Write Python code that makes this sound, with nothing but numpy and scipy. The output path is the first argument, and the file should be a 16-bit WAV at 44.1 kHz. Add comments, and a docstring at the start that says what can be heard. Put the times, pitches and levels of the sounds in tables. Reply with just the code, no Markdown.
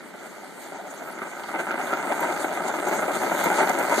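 """A paved driveway, a hand-held phone, and a child's plastic tricycle rolling down towards it.
Grit drums on the hollow wheels, bumps make them judder and clack, and sand crunches under the treads.
The rumble grows as the tricycle gathers speed and comes close to the microphone.
Behind it are leaves, distant air and a faint echo off the yard."""
import sys
import numpy as np
from scipy import signal
from scipy.fft import rfft, irfft
from scipy.io import wavfile
from scipy.ndimage import uniform_filter1d

SR = 44100
rng = np.random.default_rng(int(sys.argv[2]) if len(sys.argv) > 2 else 0)


def store_wav(level_fs):
    """Save 16-bit WAV to argv[1]."""
    pcm = np.round(np.clip(np.atleast_2d(level_fs), -1, 1) * 32767)
    wavfile.write(sys.argv[1], SR, pcm.T.astype(np.int16))


N = 176400

# response of the hollow wheels and frame: f/Hz, level/dB
SHELL = [(30, -61), (70, -54), (115, -25), (170, -6), (250, -5.5), (340, 0), (470, -4.5), (580, 0),
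         (780, -1), (945, -2), (1120, -9), (1300, 0.5), (1570, -2.5), (1780, -13.5), (2120, -6),
         (2450, -13.5), (2850, -20), (4500, -40.5), (14000, -74)]
# tone of a heavier, softer push on the wheel: f/Hz, level/dB
BUMP_TONE = [(150, -2), (400, 3.5), (800, 2.5), (1400, 1), (2400, 3)]
# a wheel drops off a stone with one hollow clack: t/s, relative peak level/dB, strongest ring f/Hz
CLACKS = [(.722, -22.5, 654), (1.219, -18.5, 1220), (1.489, -27, 1230), (1.593, -17, 1460),
          (1.669, -19.5, 870), (1.709, -13, 1440), (1.778, -20.5, 855), (1.931, -15, 1350),
          (2.123, -11, 920), (2.229, -17, 870), (2.445, -14, 680), (2.574, -15, 700), (2.741, -14.5, 900),
          (2.827, -15, 750), (2.913, -12.5, 755), (3.082, -14, 700), (3.235, -10, 766), (3.318, -9.5, 700),
          (3.328, -14.5, 970), (3.502, -9.5, 1500), (3.607, -8, 764), (3.618, -13, 865), (3.625, -14, 810),
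          (3.633, -9, 1020), (3.925, -10, 940), (3.939, -12, 630), (3.98, -10, 880)]
RING_T60_S, WALL_WIDTH_HZ = 0.16, 106  # decay of the plastic, width of one wall mode


def undb(db):
    """Decibels to gain."""
    return 10 ** (np.asarray(db) / 20)


def unit(x):
    """Scale to rms 1."""
    return x / np.sqrt(np.mean(x ** 2))


def bins():
    """Frequencies of the spectrum, in Hz."""
    return np.maximum(np.arange(N // 2 + 1) * SR / N, 1)


def across(table, column=1):
    """A column of a table read along log frequency."""
    table = np.array(table, float)
    return np.interp(np.log(bins()), np.log(table[:, 0]), table[:, column])


def colour(x, table):
    """Minimum-phase filter through points of f/Hz, level/dB."""
    cepstrum = irfft(np.log(undb(across(table))), N)
    cepstrum[1:N // 2] *= 2
    cepstrum[N // 2 + 1:] = 0
    return irfft(rfft(x) * np.exp(rfft(cepstrum)), N)


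def resonate(x, hz, width_hz):
    """One resonance, gain 1 at its centre."""
    return signal.lfilter(*signal.iirpeak(hz, hz / width_hz, fs=SR), x)


def wobble(per_s, spread_db):
    """A gain that wanders smoothly at random."""
    hold = max(int(SR / per_s), 1)
    steps = rng.standard_normal(N)[np.arange(N) // hold]
    return undb(spread_db * unit(uniform_filter1d(steps, hold)))


def grains(per_s, spread_db):
    """Randomly timed clicks, mostly small and a few large."""
    size = undb(spread_db * np.minimum(rng.exponential(size=N), 4))
    return (rng.random(N) < per_s / SR) * size * rng.choice([-1, 1], N)


def tail(x, t60_s):
    """Dense random ringing that dies away after the sound."""
    t = np.arange(SR) / SR
    response = rng.standard_normal(SR) * np.exp(-np.log(1000) * t / t60_s)
    return signal.fftconvolve(x, response / np.linalg.norm(response))[:N]


def add(out, x, at, db):
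    """Mix in a short sound at a time and a peak level."""
    start = int(at * SR)
    out[start:start + len(x)] += (undb(db) * x / np.abs(x).max())[:N - start]


def yard_air():
    """Leaves and distant air: a steady, wide bed of noise."""
    # spectrum of the yard: f/Hz, level/dB
    air_tone = [(30, -48), (90, -23.5), (200, 5), (450, 2), (700, -13.5), (2000, -2.5), (2800, -12.5),
                (4200, -16), (14000, -33)]
    return unit(colour(rng.standard_normal((2, N)), air_tone))


def yard_echo(x):
    """The yard throws back a short wash, different left and right."""
    return np.array([tail(x, t60_s=0.53) for _ in range(2)])


def flicker(x):
    """Sand grains of changing size: each band swells and fades by itself."""
    # band centres of the crackle: f/Hz
    centres = [1500, 3500, 4600, 6600, 8500, 11000, 13500]
    spectrum = rfft(x)
    bands = [irfft(spectrum * np.interp(bins(), centres, share), N) for share in np.eye(len(centres))]
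    return sum(band * wobble(per_s=28, spread_db=3) for band in bands)


def snaps(t60_s=0.021):
    """Grains of grit crack under a tread with a short bright tick; the first tick, at 1.436 s, comes from the
    plastic instead."""
    # cracking grains, and at 1.436 s a tick of the plastic: t/s, relative peak level/dB, ring f/Hz
    cracks = [(1.436, -32, 2900), (2.205, -26, 13500), (2.376, -38, 13800), (2.685, -32, 8500),
              (2.886, -30, 13500), (3.44, -21, 13600), (3.453, -27, 13600), (3.694, -21, 6800),
              (3.788, -23.5, 8340)]
    t, out = np.arange(SR // 10) / SR, np.zeros(N)
    for at, db, hz in cracks:
        crack = rng.standard_normal(len(t)) * np.exp(-np.log(1000) * t / t60_s)
        add(out, resonate(crack, hz, width_hz=1100), at, db)
    return out


def sand(gain):
    """Fine sand crackles under the treads, differently at each microphone port; a few grains snap."""
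    # a tread scuffs over loose sand: centre t/s, relative level/dB, half-power length/s
    scuffs = [(.642, -49, 0.05), (.912, -52, 0.012), (1.6, -40, 0.025), (1.93, -44, 0.017),
              (2.22, -52, 0.023), (2.42, -37, .028), (2.548, -42.5, 0.03), (2.684, -36.5, 0.013),
              (2.89, -43, 0.012), (2.935, -40.5, 0.029), (3.152, -38, 0.023), (3.396, -36, 0.017),
              (3.442, -48, 0.007), (3.694, -42, 0.012), (3.794, -38, 0.015), (3.987, -35.5, 0.011)]
    # spectrum of crushed sand: f/Hz, level/dB
    sand_tone = [(300, -39), (2000, 8.5), (3000, -3.5), (3500, 2.5), (4600, 0.5), (5400, -8), (6500, 5.5),
                 (8600, 4), (9800, -3.5), (12500, -4.5), (13600, -2.5), (14500, -5)]
    t = np.arange(N) / SR
    rolling = undb(3) * gain * wobble(per_s=60, spread_db=0.38)
    scuff_power = sum(undb(db) ** 2 * .5 ** ((2 * (t - at) / length) ** 2) for at, db, length in scuffs)
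    level = rolling + undb(1) * np.sqrt(scuff_power)
    crushed = np.array([colour(grains(per_s=6000, spread_db=3), sand_tone) for _ in range(2)])
    crackle = unit(flicker(crushed))
    return level * crackle + undb(3.5) * np.array([snaps() for _ in range(2)])


def shell(push):
    """The hollow plastic answers a push and rings briefly, differently at each point of the wheel."""
    decay = np.exp(-np.log(1e6) / (RING_T60_S * SR))
    energy = signal.lfilter([1 - decay], [1, -decay], push ** 2 + 1e-18)
    ring = np.sqrt(energy) * rng.standard_normal(N)
    return colour(push + undb(-4) * ring, SHELL)


def drum(clicks):
    """Contacts under a steady load strike the shell."""
    load = np.sqrt(uniform_filter1d(clicks ** 2, size=1100) + np.mean(clicks ** 2) / 20)
    return unit(shell(clicks / load))


def hollow(x, hz):
    """The wall mode nearest the point of contact rings out above the rest."""
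    return x + undb(5) * resonate(x, hz, WALL_WIDTH_HZ)


def knocks():
    """Coarse stones knock on the treads, each waking its own mix of wall modes."""
    # modes of the hollow wheel walls: f/Hz, level/dB
    wall_modes = [(340, -4.5), (600, 0.5), (770, -1), (930, -5.5), (1280, 2), (1500, -7), (2100, -7.5)]
    stones = grains(per_s=90, spread_db=0.9)
    return unit(sum(undb(db) * resonate(stones * rng.uniform(-0.89, 1, N), hz, WALL_WIDTH_HZ)
                    for hz, db in wall_modes))


def bumps():
    """Each bump is a quick, even run of contacts that rings one wall mode most."""
    # bumps in the paving: centre t/s, relative level/dB, half-power length/s, strongest ring f/Hz
    jolts = [(0.152, -39.5, .011, 610), (0.248, -40.5, 0.054, 1270), (0.432, -40.5, 0.016, 770),
             (0.587, -40, .017, 730), (0.663, -38.5, 0.017, 690), (0.76, -34.5, 0.025, 830),
             (0.805, -34.5, .015, 700), (0.869, -37, 0.016, 650), (1.02, -34.5, 0.017, 613),
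             (1.078, -33.5, 0.026, 1300), (1.226, -30.5, 0.013, 1190), (1.264, -36, .018, 800),
             (1.494, -32.5, 0.017, 1230), (1.553, -27, .021, 880), (1.6, -27, 0.02, 1460),
             (1.704, -30.5, 0.023, 1480), (1.799, -28, .017, 820), (1.935, -25.5, 0.029, 1390),
             (2.049, -30, 0.017, 735), (2.118, -22, .017, 590), (2.235, -23.5, .032, 940),
             (2.304, -25.5, 0.028, 720), (2.449, -25.5, 0.018, 735), (2.518, -31, 0.034, 700),
             (2.57, -31, 0.017, 710), (2.657, -26, .011, 770), (2.694, -28, 0.027, 760),
             (2.881, -25, 0.022, 794), (2.93, -22.5, 0.022, 600), (3.033, -23, 0.017, 1330),
             (3.093, -28, 0.034, 660), (3.159, -24.5, 0.027, 1290), (3.232, -23.5, 0.022, 815),
             (3.32, -24.5, 0.019, 940), (3.41, -25.5, 0.013, 1550), (3.468, -22.5, .028, 960),
             (3.519, -22.5, 0.026, 860), (3.594, -20, 0.022, 900), (3.626, -20, 0.025, 840),
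             (3.701, -20.5, 0.016, 720), (3.798, -24.5, 0.031, 790), (3.925, -21, 0.026, 940),
             (3.986, -23.5, .012, 845)]
    judder = colour(drum(grains(per_s=700, spread_db=1.5)), BUMP_TONE)
    t, out = np.arange(N) / SR, np.zeros(N)
    for at, db, length, hz in jolts:
        near = np.abs(t - at) < .1
        run = hollow(judder[near], hz)
        load = np.sqrt(uniform_filter1d(run ** 2, size=500))
        swell = .5 ** (2 * ((t[near] - at) / length) ** 2)
        out[near] += undb(db) * swell * run / load
    return out


def clacks():
    """A wheel drops off a stone: single blows on the shell, each with its own hollow note."""
    impulse = np.eye(1, N)[0]
    blow = colour(colour(impulse, SHELL), BUMP_TONE)[:SR // 10]
    out = np.zeros(N)
    for at, db, hz in CLACKS:
        add(out, hollow(blow, hz), at, db)
    return out + undb(-3) * tail(out, RING_T60_S)


def ground_contact(hop_s=.014, depth=.55):
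    """Before each clack the wheel hops, so the rumble thins for a moment."""
    t = np.arange(N) / SR
    aloft = sum(np.exp(-(2 * (t - at + hop_s / 2) / hop_s) ** 4) for at, _, _ in CLACKS)
    return 1 - depth * np.minimum(aloft, 1)


def wheels(gain, edge_hz=1100):
    """Grit and stones rumble unevenly under the wheels; bumps add judder and single clacks."""
    # lift above edge_hz as the rattle thins and fills on the approach: t/s, level/dB
    rattle = [(0, 3), (.8, -3), (1.2, 2), (1.65, 5), (2.2, 2), (3, -0.5), (3.6, 1), (4, 2.5)]
    t = np.arange(N) / SR
    grit = drum(grains(per_s=700, spread_db=2.07)) * unit(wobble(per_s=60, spread_db=1.14))
    rumble = ground_contact() * gain * unit(grit + undb(-4.5) * knocks())
    body = undb(0.21) * rumble + undb(1.3) * bumps() + clacks()
    upper = irfft(rfft(body) / (1 + (edge_hz / bins()) ** 4), N)
    lift = undb(np.interp(t, *np.array(rattle).T))
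    return body + upper * (lift - 1)


def at_ports(x):
    """The direct sound reaches the phone's two microphone ports with different level and phase."""
    # left port against right: f/Hz, level/dB, phase lead/rad
    ports = [(61.5, -2, 13.5), (197, 6, -0.4), (396, 7.5, 0.07), (495, 6, 2.5), (540, 10.5, 0.74),
             (697, -3.5, -1.5), (1000, 8.5, 1.3), (1340, -31, 1.5), (1520, -4.5, 1), (1750, -22, 0.95),
             (2157, -6.5, 2.16), (2400, 2.5, 4), (2856, -7, 4), (3820, 22, 0), (3880, -11, 4)]
    lean = undb(across(ports) / 2)
    pair = np.array([lean, np.exp(-1j * across(ports, column=2)) / lean])
    pair_rms = np.sqrt((lean ** 2 + lean ** -2) / 2)
    return irfft(rfft(x) * pair / pair_rms, N)


def scene():
    """From where the phone is held: wheels and sand coming closer, over the yard's echo and air."""
    # steady rolling, set by speed and distance: t/s, relative rumble level/dB, relative sand level/dB
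    approach = [(0, -41.5, -56), (0.1, -44.5, -54.5), (0.27, -43.5, -50), (0.55, -41.5, -52),
                (1.0, -37, -49.5), (1.3, -36.0, -49), (1.47, -37.0, -48), (1.62, -33.5, -48.5),
                (1.76, -29.5, -46.5), (1.87, -30.5, -40.5), (2.03, -30, -47.5), (2.17, -28.5, -40.5),
                (2.35, -28, -41.5), (2.62, -28, -45.5), (2.85, -25, -39), (3.06, -27, -41.5),
                (3.2, -27, -37.5), (3.33, -24, -37), (3.55, -23.5, -33), (3.67, -23.5, -37.5),
                (3.85, -26, -38.5), (4, -23, -33.5)]
    times, rumble_db, sand_db = np.array(approach).T
    t = np.arange(N) / SR
    fades = np.clip(np.minimum(t, t[-1] - t) / .005, 0, 1)
    body = fades * wheels(undb(np.interp(t, times, rumble_db)))
    pan_db = np.linspace(-0.5, 1.5, N)  # the path drifts a little to the left
    direct = at_ports(body) * undb(np.array([pan_db, -pan_db]) / 2)
    yard = undb(-14.5) * yard_echo(body) + undb(-45) * yard_air()
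    return yard + sand(undb(np.interp(t, times, sand_db))) + direct


def record(dry, spacing_hz=2580, fade_hz=8000, top_hz=13950):
    """The phone's stereo widening notches mid and side in turn, less so in the treble; the top is cut."""
    turn = np.pi * bins() / spacing_hz
    depth = 1 / (1 + (bins() / fade_hz) ** 4)

    def notch(x, comb, width):
        """Dip the spectrum wherever the comb crosses zero."""
        return irfft(rfft(x) * (1 - depth * width ** 2 / (comb ** 2 + width ** 2)), N)

    mid_comb = np.where(bins() > spacing_hz / 2, np.sin(turn), 1)
    mid = notch((dry[0] + dry[1]) / 2, mid_comb, width=0.2)
    side = notch((dry[0] - dry[1]) / 2, np.cos(turn), width=0.45)
    low_pass = signal.ellip(10, .2, 80, top_hz, fs=SR, output="sos")
    return signal.sosfilt(low_pass, np.array([mid + side, mid - side]))


dry = scene()
out = record(dry)
store_wav(out)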